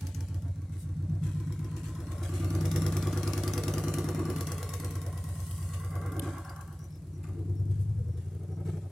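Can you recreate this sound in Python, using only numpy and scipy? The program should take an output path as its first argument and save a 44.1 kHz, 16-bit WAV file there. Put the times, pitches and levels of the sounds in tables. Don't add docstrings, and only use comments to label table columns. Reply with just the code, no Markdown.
import sys
import numpy as np
from scipy import signal
from scipy.fft import rfft, irfft, next_fast_len
from scipy.io import wavfile
from scipy.ndimage import uniform_filter1d

SR = 44100
rng = np.random.default_rng(int(sys.argv[2]) if len(sys.argv) > 2 else 0)


def output_pcm(signal):
    pcm = np.clip(np.atleast_2d(signal).T, -1, 1) * 32767
    wavfile.write(sys.argv[1], SR, np.round(pcm).astype(np.int16))


N = 392924
TIME = np.arange(N) / SR
FFT_SIZE = next_fast_len(N + SR // 10, real=True)
FREQS = np.maximum(np.arange(FFT_SIZE // 2 + 1) * SR / FFT_SIZE, 1)

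# time in seconds, turns per minute.
ENGINE_RPM = [(0.0, 869.8), (0.95, 884.8), (1.1, 948.6), (1.95, 1014.6), (2.35, 1123.7), (3.4, 1186.8),
              (3.85, 1191.3), (4.45, 1085.9), (4.95, 1113.3), (5.2, 1056.7), (5.5, 1063.4), (6.2, 1151.9),
              (6.4, 1044.3), (7.05, 1048.6), (7.15, 1109.7), (7.75, 1205), (8.4, 1410), (8.91, 1460)]
# place in the engine cycle from 0 to 1, boom delay in seconds, pulse and tick strength in dB.
CYLINDERS = [(0, -0.00206, 11.5, -6.5), (0.4363, -0.00595, 10.5, -4)]
# delay in seconds, dB in the boom, dB in the bark and rasp.
ECHOES = [(0.0185, -2.5, -5.5), (.033, -5, -1)]
# start in seconds, level in dB, ring pitch in Hz, ring level in dB.
CRACKS = [(0.068, -57, 7000, -60), (0.1473, -64, 6620, -39), (0.207, -57, 5600, -55),
          (2.609, -60, 5600, -40), (2.6537, -40, 5130, -39), (2.7146, -48, 5070, -36),
          (2.967, -35, 5380, -34), (3.0249, -45, 4800, -38), (3.127, -51, 5950, -41),
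          (3.2753, -53, 4900, -34), (3.3345, -40, 5500, -34), (3.436, -37, 7000, -39),
          (3.4776, -35, 4660, -31.5), (3.5357, -42, 6100, -29), (3.5778, -36, 4670, -35),
          (3.636, -35, 4400, -36), (3.7387, -36, 6030, -33), (3.9388, -34, 7080, -41),
          (4.4075, -36, 4280, -43), (4.469, -38, 5680, -51), (4.5173, -37, 8290, -40),
          (4.63, -70, 4120, -40.5), (4.736, -41, 6860, -38), (4.7988, -51, 8400, -39),
          (4.8455, -50, 8500, -36), (4.9535, -55, 6900, -49), (6.4505, -61, 5400, -48),
          (6.495, -69, 4820, -42), (6.6094, -55, 7400, -52)]


def from_db(db):
    return np.exp(np.asarray(db) * (np.log(10) / 20))


def in_time(rows):
    return np.interp(TIME, *np.transpose(rows))


def at_hz(rows):
    hz, value = np.transpose(rows)
    return np.interp(np.log(FREQS), np.log(hz), value)


def steady(x):
    power = np.mean(np.atleast_2d(x), axis=0) ** 2
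    for _ in range(2):
        power = uniform_filter1d(power, size=9500)
    return x / np.sqrt(np.abs(power) + 1e-18)


def colour(pair, spectrum):
    # frequency in Hz, how alike the two microphones hear it (1 means the same).
    likeness = [(100, .995), (300, .97), (650, .92), (1300, .78), (2800, .6), (5500, .3), (10000, -.1),
                (16000, .1)]
    roll_off = np.minimum(FREQS / spectrum[0][0], 1) * np.minimum(spectrum[-1][0] / FREQS, 1)
    gain = from_db(at_hz(spectrum)) * roll_off ** 6
    alike = np.clip(at_hz(likeness), -.9, 1)
    mid, side = rfft(pair, FFT_SIZE) * gain * np.sqrt([1 + alike, 1 - alike])
    return irfft(np.array([mid + side, mid - side]), FFT_SIZE)[:, :N]


def noise(spectrum):
    x = colour(rng.standard_normal((2, N)), spectrum)
    return x / x.mean(axis=0).std()


def clicks(times, sizes):
    at = np.round(np.asarray(times) * SR).astype(int)
    inside = (at >= 0) & (at < N)
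    return np.bincount(at[inside], np.asarray(sizes)[inside], N)


def fade(x, fade_s):
    return signal.lfilter([1], [1, -from_db(-60 / (fade_s * SR))], x + 1e-18)


def shifted(x, seconds):
    return np.roll(x, int(round(seconds * SR)))


def resonate(x, hz, width_hz):
    r = np.exp(-np.pi * width_hz / SR)
    feedback = [1, -2 * r * np.cos(2 * np.pi * hz / SR), r * r]
    return signal.lfilter(np.array([1, 0, -1]) * (1 - r * r) / 2, feedback, x)


def ringing(x, hz, width_hz):
    turn = np.exp(2j * np.pi * np.cumsum(hz * np.ones(N)) / SR)
    r = np.exp(-1.5 * np.pi * width_hz / SR)
    return steady((signal.lfilter([1], [1, -2 * r, r * r], x * turn.conj()) * turn).real)


def phasing(x, strength, lag_s, wander=0.135, count=3):
    out = x.copy()
    knots_s = np.arange(0, 10, .3)
    for k in range(count):
        for side in range(2):
            drift = np.interp(TIME, knots_s, rng.standard_normal(len(knots_s)))
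            lag = lag_s * (k + 1) * np.exp(wander * drift)
            out[side] += strength * np.interp(TIME - lag, TIME, x[side], left=0)
    return out / np.sqrt(1 + count * strength ** 2)


def air(level_db=-53):
    # frequency in Hz, relative level in dB.
    spectrum = [(20, -23), (50, 21), (200, 14), (1000, -8.5), (3000, -19.5), (10000, -15.5), (16000, -33)]
    return from_db(level_db) * noise(spectrum)


def bird():
    # start and length in seconds, level in dB, first and last pitch in Hz.
    twitters = [(6.776, 0.11, -64, 5600, 6060), (6.89, 0.1, -66.5, 5600, 5050),
                (7.12, 0.066, -70, 6100, 5600), (7.54, 0.084, -74, 5500, 5450),
                (8.048, 0.19, -77, 5550, 5450), (8.5, .09, -72, 5600, 5750)]
    swells, glides = 0, []
    for start, length, db, first_hz, last_hz in twitters:
        swells += from_db(db) * np.sin(np.pi * np.clip((TIME - start) / length, 0, 1))
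        glides += [(start, first_hz), (start + length, last_hz)]
    return swells * ringing(rng.standard_normal(N), in_time(glides), width_hz=260)


def scuffs():
    # middle and half length in seconds, level in dB.
    drags = [(.17, 0.09, -80), (0.814, 0.036, -58), (2.37, 0.43, -63), (5.54, 0.35, -54),
             (7.82, 0.028, -64)]
    # frequency in Hz, relative level in dB.
    spectrum = [(3000, -3), (6500, 0.5), (8500, 9), (11000, 4.5), (16000, -8)]
    swells = sum(from_db(db) * np.exp(-((TIME - middle) / half) ** 2) for middle, half, db in drags)
    return swells * noise(spectrum)


def footsteps(grain_db=3):
    # start in seconds, level in dB, seconds to fade by 60 dB.
    steps = [(0.72, -63, 0.98), (1.23, -56, 1), (1.763, -53.5, 0.37), (1.84, -54.5, 0.49),
             (2.114, -53, 0.14), (2.23, -49, 0.49), (2.338, -53, 1), (5.175, -59, 0.21), (5.734, -48, 0.21),
             (6.218, -52.5, 1), (7.234, -63, 0.68), (7.71, -66.5, 1), (8.17, -65.5, 1), (8.655, -60.5, 1)]
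    # start in seconds, level in dB.
    grit_snaps = [(4.384, -39), (5.511, -40), (6.195, -27), (7.232, -57), (7.71, -57)]
    # frequency in Hz, relative level in dB.
    step_spectrum = [(300, -42), (1000, 2.5), (2500, 7.5), (5000, 1), (8000, 6.5), (11000, 2), (16000, -14)]
    snap_spectrum = [(700, -14), (1900, -4), (3200, 8), (4400, 5.5), (5700, -20), (7800, 6), (9300, 4),
                     (11000, 16), (16000, -13)]
    crush = np.zeros(N)
    for start, db, fade_s in steps:
        span = crush[int(start * SR):][:SR]
        age = TIME[:len(span)]
        span += from_db(db) * (from_db(-60 * age / fade_s) - from_db(-60 * age / 0.0018))
    grain = steady(uniform_filter1d(rng.standard_normal(N), size=90))
    snap_times, snap_db = np.transpose(grit_snaps)
    snaps = fade(clicks(snap_times, from_db(snap_db)), 0.013) * noise(snap_spectrum)
    return crush * from_db(grain_db * grain) * noise(step_spectrum) + snaps


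def ride(closest_s=3.8, road_m=7.74, metres_per_s=5.5):
    along = metres_per_s * (TIME - closest_s)
    distance = np.hypot(along, road_m)
    return 20 * np.log10(distance / road_m), along / distance


DISTANCE_DB, FACING = ride()
FROM_BEHIND = np.maximum(FACING, 0)


def blocked_db():
    # start and end in seconds, loss in dB, softness of the edges in seconds.
    obstacles = [(.33, 2.47, 8.5, 0.19), (.4, 2.4, 3, 0.1), (.42, 1.25, 12, 0.23), (4.03, 4.36, 2, 0.023),
                 (4.98, 9.5, 8, 0.068), (5.9, 9.5, 0, 0.055), (6.8, 9.5, 11.5, 0.2)]
    return sum(db * (np.tanh((TIME - start) / edge) - np.tanh((TIME - end) / edge)) / 2
               for start, end, db, edge in obstacles)


def aimed(x):
    top = irfft(rfft(x, FFT_SIZE) * at_hz([(6000, 0.024), (10000, 0.13)]), FFT_SIZE)[:, :N]
    return from_db(-3.5 * FACING) * (x - top) + from_db(17.5 * FACING) * top


def tyres(level_db=-54.5, grain_db=2):
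    # frequency in Hz, relative level in dB.
    spectrum = [(1290, -27), (2200, 3), (2640, -5.5), (2820, -2), (3420, -8.5), (3680, -5.5), (4270, -1),
                (4840, -9), (5960, -7.5), (7520, -1.5), (11100, -8), (15100, -41), (16000, -32)]
    grain = steady(uniform_filter1d(rng.standard_normal(N), size=60))
    loss_db = 1.01 * DISTANCE_DB + 0.69 * blocked_db()
    return from_db(level_db - loss_db + grain_db * grain) * noise(spectrum)


def revs(cruise_rpm=1110):
    return in_time(ENGINE_RPM) / cruise_rpm


def cycles():
    return np.cumsum(in_time(ENGINE_RPM)) / (120 * SR) - .08


def firings(place, jitter_s=0.0002):
    gone = cycles()
    times = np.interp(np.arange(int(gone[-1] - place) + 1) + place, gone, TIME)
    return times + rng.normal(0, jitter_s, len(times))


def throb(depth_db, place, sharpness):
    return from_db(-depth_db * np.exp(sharpness * (np.cos(2 * np.pi * (cycles() - place)) - 1)))


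def swing(share, place):
    return 1 + share * np.cos(2 * np.pi * (cycles() - place))


def clinks(fade_s=0.011, tail_db=-16.5, tail_s=0.15):
    out, age = np.zeros(N), TIME[:SR // 10]
    shape = from_db(-60 * age / fade_s) + from_db(tail_db - 60 * age / tail_s)
    for start, _, hz, db in CRACKS:
        out[int(start * SR):][:len(age)] += from_db(db) * shape * np.sin(2 * np.pi * hz * age)
    return out


def ticks(fired, gain_db=-34.5, uneven_db=1.7):
    # frequency in Hz, relative level in dB.
    spectrum = [(900, -20), (2000, 10.5), (3200, 8.5), (5000, 2.5), (6500, 6), (8500, 9), (11000, 12.5),
                (16000, 0.5)]
    hits = sum(clicks(times, from_db(db + rng.normal(0, uneven_db, len(times))))
               for times, (_, _, _, db) in zip(fired, CYLINDERS))
    hits = shifted(hits * from_db(gain_db - DISTANCE_DB - blocked_db()), -0.00252)
    crack_times, crack_db, _, _ = np.transpose(CRACKS)
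    cracks = clicks(crack_times, from_db(crack_db))
    direct = 2.1 * (fade(hits, .015) - fade(hits, .002)) + fade(cracks, .011)
    scatter = from_db(-8.5) * fade(hits, .22) + from_db(-22) * fade(cracks, .15)
    spit = noise(spectrum)
    metal = from_db(-7) * ringing(spit, hz=5500, width_hz=1400)
    return np.hypot(direct, scatter) * steady(spit + metal)


def pops(fired, cylinder_db=(-22, -20.5)):
    hits = sum(clicks(times, np.full(len(times), from_db(db))) for times, db in zip(fired, cylinder_db))
    hits = shifted(hits * from_db(-3 * DISTANCE_DB - blocked_db()), -0.00189)
    return -resonate(fade(hits, 0.0019), hz=330, width_hz=520)


def blast(trains, spectrum, fade_s, turbulence_db, tail_db):
    age = TIME[:SR // 8]
    shape = from_db(-60 * age / fade_s) + from_db(tail_db - 60 * age / 0.82)
    echoed = [train + sum(from_db(db) * shifted(train, s) for s, _, db in ECHOES) for train in trains]
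    scattered = sum(signal.oaconvolve(x[None], shape * rng.standard_normal((2, len(age))), axes=1)[:, :N]
                    for x in echoed)
    puffs = np.sqrt(np.abs(signal.oaconvolve(sum(echoed) ** 2, shape ** 2)[:N]))
    turbulence = from_db(turbulence_db) * puffs * rng.standard_normal((2, N))
    return steady(colour(scattered + turbulence, spectrum))


def overtone(x, mode, bend):
    hz, width_hz, bend_power, db, behind_db = mode
    return from_db(db + behind_db * FROM_BEHIND) * ringing(x, hz * bend ** bend_power, width_hz)


def rasp(trains, chug, gain_db=-6, buried_db=14):
    # frequency in Hz, relative level in dB.
    spectrum = [(850, 3.5), (980, 0.5), (1150, -4.5), (1300, 2), (1550, -3), (1800, -2), (2200, -15),
                (2700, -11)]
    # pitch and width in Hz, how much it follows the bend, dB side-on, extra dB from behind.
    rings = [(1094, 77, 0.95, 0, 3), (1312, 170, 1, -10, -7), (1580, 44, 0.81, -17.5, -14),
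             (1980, 130, 0.69, -14, 12)]
    # time in seconds, pitch multiplier.
    heat_bend = [(0, 0.78), (1.3, 0.94), (2, 0.95), (2.4, 1.09), (3.1, 1.06), (3.8, 1.086), (4.3, 1.06),
                 (5.3, 0.96), (6.2, 1.09), (6.7, 1.06), (8.7, 1.16)]
    # pitch and width in Hz, relative level in dB.
    hollow_modes = [(760, 70, -5.5), (1118, 66, -1.5), (1377, 170, -4.5), (1570, 140, -5.5)]
    # time in seconds, level in dB.
    rasp_level = [(0.0, -55.5), (0.48, -61.5), (0.6, -68), (0.95, -69.5), (1.25, -57.5), (3.05, -41.5),
                  (4.5, -43), (5.5, -53.5), (6.1, -45.5), (6.55, -55.5), (7.05, -101), (7.25, -53),
                  (7.55, -81.5), (8.55, -64), (8.7, -54.5), (8.91, -70)]
    hollow_level = [(5.6, -73), (5.95, -54), (6.25, -49), (6.6, -51.5), (6.75, -62.5), (7.05, -80)]
    raw = blast(trains, spectrum, fade_s=0.058, turbulence_db=2, tail_db=-4)
    hollow = chug * sum(from_db(db) * ringing(raw, hz, width) for hz, width, db in hollow_modes)
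    in_view = from_db(-np.maximum(blocked_db() - buried_db, 0))
    metal = in_view * sum(overtone(raw, mode, in_time(heat_bend)) for mode in rings)
    rasping = steady(chug * (raw + metal))
    return from_db(in_time(hollow_level)) * hollow + from_db(gain_db + in_time(rasp_level)) * rasping


def bark(trains, chug, gain_db=-2):
    # frequency in Hz, relative level in dB.
    spectrum = [(205, -10.5), (250, 0), (330, -1.5), (410, -9.5), (530, -22.5), (630, -16), (800, -33),
                (950, -19)]
    # pitch and width in Hz, how much it follows the revs, dB side-on, extra dB from behind.
    growl_modes = [(565, 21, 0, -5, 2), (630.6, 60, 0.021, -4, -17), (744.5, 72, 0.12, -3, 1.5)]
    throat_mode = (327.5, 80, 0.88, -7.5, -3)
    # time in seconds, pitch in Hz.
    honk_pitch = [(0, 465), (3.9, 477), (4.4, 450), (4.8, 470), (6.2, 465), (7.5, 438), (7.95, 450),
                  (8.07, 488), (8.2, 442), (8.7, 439)]
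    # time in seconds, level in dB.
    bark_level = [(0.0, -47.5), (0.85, -54.5), (1.05, -48), (2.15, -44.5), (2.45, -35), (4.3, -32.5),
                  (4.65, -48.5), (4.9, -41), (5.3, -54.5), (5.8, -54), (6.25, -34), (6.55, -59.5),
                  (7.05, -57), (7.4, -42), (7.7, -47.5), (7.9, -59.5), (8.75, -44.5), (8.91, -65)]
    honk_level = [(0.0, -65), (0.22, -61.5), (0.69, -81), (1.14, -69), (2.43, -56.5), (2.78, -46.5),
                  (3.55, -50.5), (3.57, -41), (3.97, -48), (4.91, -49), (5.58, -68.5), (6.03, -49),
                  (6.23, -48), (6.53, -79), (7.25, -77), (7.37, -53.5), (7.97, -65), (8.04, -44.5),
                  (8.21, -62), (8.66, -53), (8.69, -49), (8.91, -61)]
    growl_level = [(0.0, -63), (0.3, -66), (0.5, -57), (0.55, -84), (0.94, -86), (1.12, -57.5), (1.46, -81),
                   (2.21, -51), (3.2, -48.5), (3.92, -48), (5.01, -57.5), (5.06, -52), (5.56, -65),
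                   (5.76, -59), (5.81, -66), (5.96, -50.5), (6.11, -56), (6.18, -47), (7.12, -82.5),
                   (7.27, -64.5), (8.14, -75.5), (8.66, -53), (8.91, -61)]
    raw = chug * blast(trains, spectrum, fade_s=.06, turbulence_db=-7, tail_db=-8)
    throat = overtone(raw, throat_mode, revs() * swing(.12, place=.4))
    throat *= from_db(1.6 * DISTANCE_DB)
    gaps = throb(depth_db=8, place=.18, sharpness=5) * throb(depth_db=6, place=.88, sharpness=8)
    throaty = from_db(gain_db + in_time(bark_level)) * steady(gaps * (raw + throat))
    surge = raw * throb(depth_db=5, place=.08, sharpness=2)
    honk_hz = in_time(honk_pitch) * swing(.04, place=.45)
    honk = from_db(in_time(honk_level)) * ringing(surge, honk_hz, width_hz=42)
    growl = from_db(in_time(growl_level)) * sum(overtone(surge, mode, revs()) for mode in growl_modes)
    return throaty + honk + growl


def pipe(pulses, modes):
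    echoed = pulses + sum(from_db(db) * shifted(pulses, s) for s, db, _ in ECHOES)
    return steady(sum(from_db(db) * resonate(resonate(echoed, hz, width), hz, width)
                      for hz, width, db in modes))


def thumps(trains, gain_db=-5, lags_s=(-0.01201, 0.0031)):
    # pitch and width in Hz, relative level in dB.
    modes = [(148.4, 35.4, -7), (160.6, 38, -20.5)]
    # time in seconds, level in dB.
    level = [(0.0, -39.5), (0.75, -40.5), (1.15, -27), (2.2, -40.5), (2.75, -25), (3.4, -36.5),
             (3.85, -29.5), (4.55, -33), (4.6, -39.5), (6.3, -37), (6.35, -44), (7.35, -39.5), (7.65, -38),
             (8.3, -42), (8.75, -27.5), (8.91, -52)]
    pulses = sum(shifted(train, lag) for train, lag in zip(trains, lags_s))
    between = throb(depth_db=11, place=np.interp(revs(), [1, 1.06], [.56, .38]), sharpness=9)
    weak_beat = throb(depth_db=np.interp(revs(), [.8, 1, 1.06], [11, 5, 0]), place=.68, sharpness=2.5)
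    after = throb(depth_db=9, place=.83, sharpness=9)
    return from_db(gain_db + in_time(level)) * steady(between * weak_beat * after * pipe(pulses, modes))


def boom(trains, gain_db=-2, low_cut_hz=49.3):
    # pitch and width in Hz, relative level in dB.
    modes = [(71.4, 9.2, 26), (92.6, 23.2, 35.5), (108.4, 1.8, 7)]
    # time in seconds, level in dB.
    level = [(0.0, -33.5), (0.5, -30.5), (0.7, -36.5), (1.15, -30), (1.95, -37), (2.45, -27.5), (2.8, -27),
             (4.7, -35), (5.0, -32), (5.3, -34), (6.2, -31), (6.45, -41), (7.05, -42.5), (7.6, -25),
             (8.0, -24.5), (8.45, -33), (8.7, -28), (8.91, -34)]
    pulses = sum(shifted(train, lag) for train, (_, lag, _, _) in zip(trains, CYLINDERS))
    pulses = signal.sosfilt(signal.butter(6, low_cut_hz, "high", fs=SR, output="sos"), pulses)
    limp_db = 5.5 * np.interp(revs(), [.85, 1.15, 1.23, 1.28], [0, 1, 1, 0]) * (1 + FACING)
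    limp = throb(limp_db, place=.25, sharpness=1.5)
    pause_db = np.interp(revs(), [.85, 1], [7, 3])
    pause = throb(pause_db, place=np.interp(revs(), [.85, 1], [1.05, 1.15]), sharpness=8)
    pause *= throb(depth_db=3.5, place=.95, sharpness=4)
    return from_db(gain_db + in_time(level)) * steady(limp * pause * pipe(pulses, modes))


def exhaust(fired, muffler_hz=217.5, thin_below_hz=83.4):
    trains = [clicks(times, from_db(db + rng.normal(0, 1.0, len(times))))
              for times, (_, _, db, _) in zip(fired, CYLINDERS)]
    muffler = signal.butter(4, [45, muffler_hz], "band", fs=SR, output="sos")
    bass = signal.sosfiltfilt(muffler, boom(trains) + thumps(trains))
    rough = [train * from_db(1.5 * rng.standard_normal(N)) for train in trains]
    chug = throb(depth_db=np.interp(revs(), [.8, .9], [12, 4]), place=.87, sharpness=2.5)
    pipes = bass + bark(rough, chug) + rasp(rough, chug)
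    throttle = np.interp(revs(), [1.1, 1.25], [0, 1])
    putts = throb(depth_db=9 * throttle, place=.86, sharpness=2) * pipes
    deep = signal.sosfiltfilt(signal.butter(4, thin_below_hz, fs=SR, output="sos"), putts)
    thinning = np.interp(revs(), [1, 1.07], [0, .75]) * FROM_BEHIND
    return putts - thinning * deep + pops(fired)


def scene():
    # time in seconds, left minus right in dB.
    drift = [(0, -.5), (1.7, 0.34), (4.2, 0.33), (6.7, -0.1), (7.7, 1.8), (8.9, 0.5)]
    fired = [firings(place) for place, *_ in CYLINDERS]
    treble = aimed(ticks(fired) + tyres()) + footsteps() + scuffs()
    treble = phasing(treble, strength=0.55, lag_s=.0006)
    pan = from_db(in_time(drift) * np.array([[1], [-1]]) / 2)
    return pan * exhaust(fired) + treble + clinks() + bird() + air()


def record(dry, cutoff_hz=16200):
    # frequency in Hz, left minus right in dB.
    balance = [(60, -0.5), (110, 0), (200, 0.5), (380, -2), (700, 0), (1290, 1), (2380, 3), (4400, 5.5),
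               (7000, 9.5), (9800, -4.5), (15000, 4)]
    gains = from_db(at_hz(balance) * np.array([[1], [-1]]) / 2)
    gains /= np.sqrt(np.mean(gains ** 2, axis=0))
    heard = irfft(rfft(dry, FFT_SIZE) * gains, FFT_SIZE)[:, :N]
    return signal.sosfiltfilt(signal.ellip(10, .1, 60, cutoff_hz, fs=SR, output="sos"), heard)


dry = scene()
out = record(dry)
output_pcm(out)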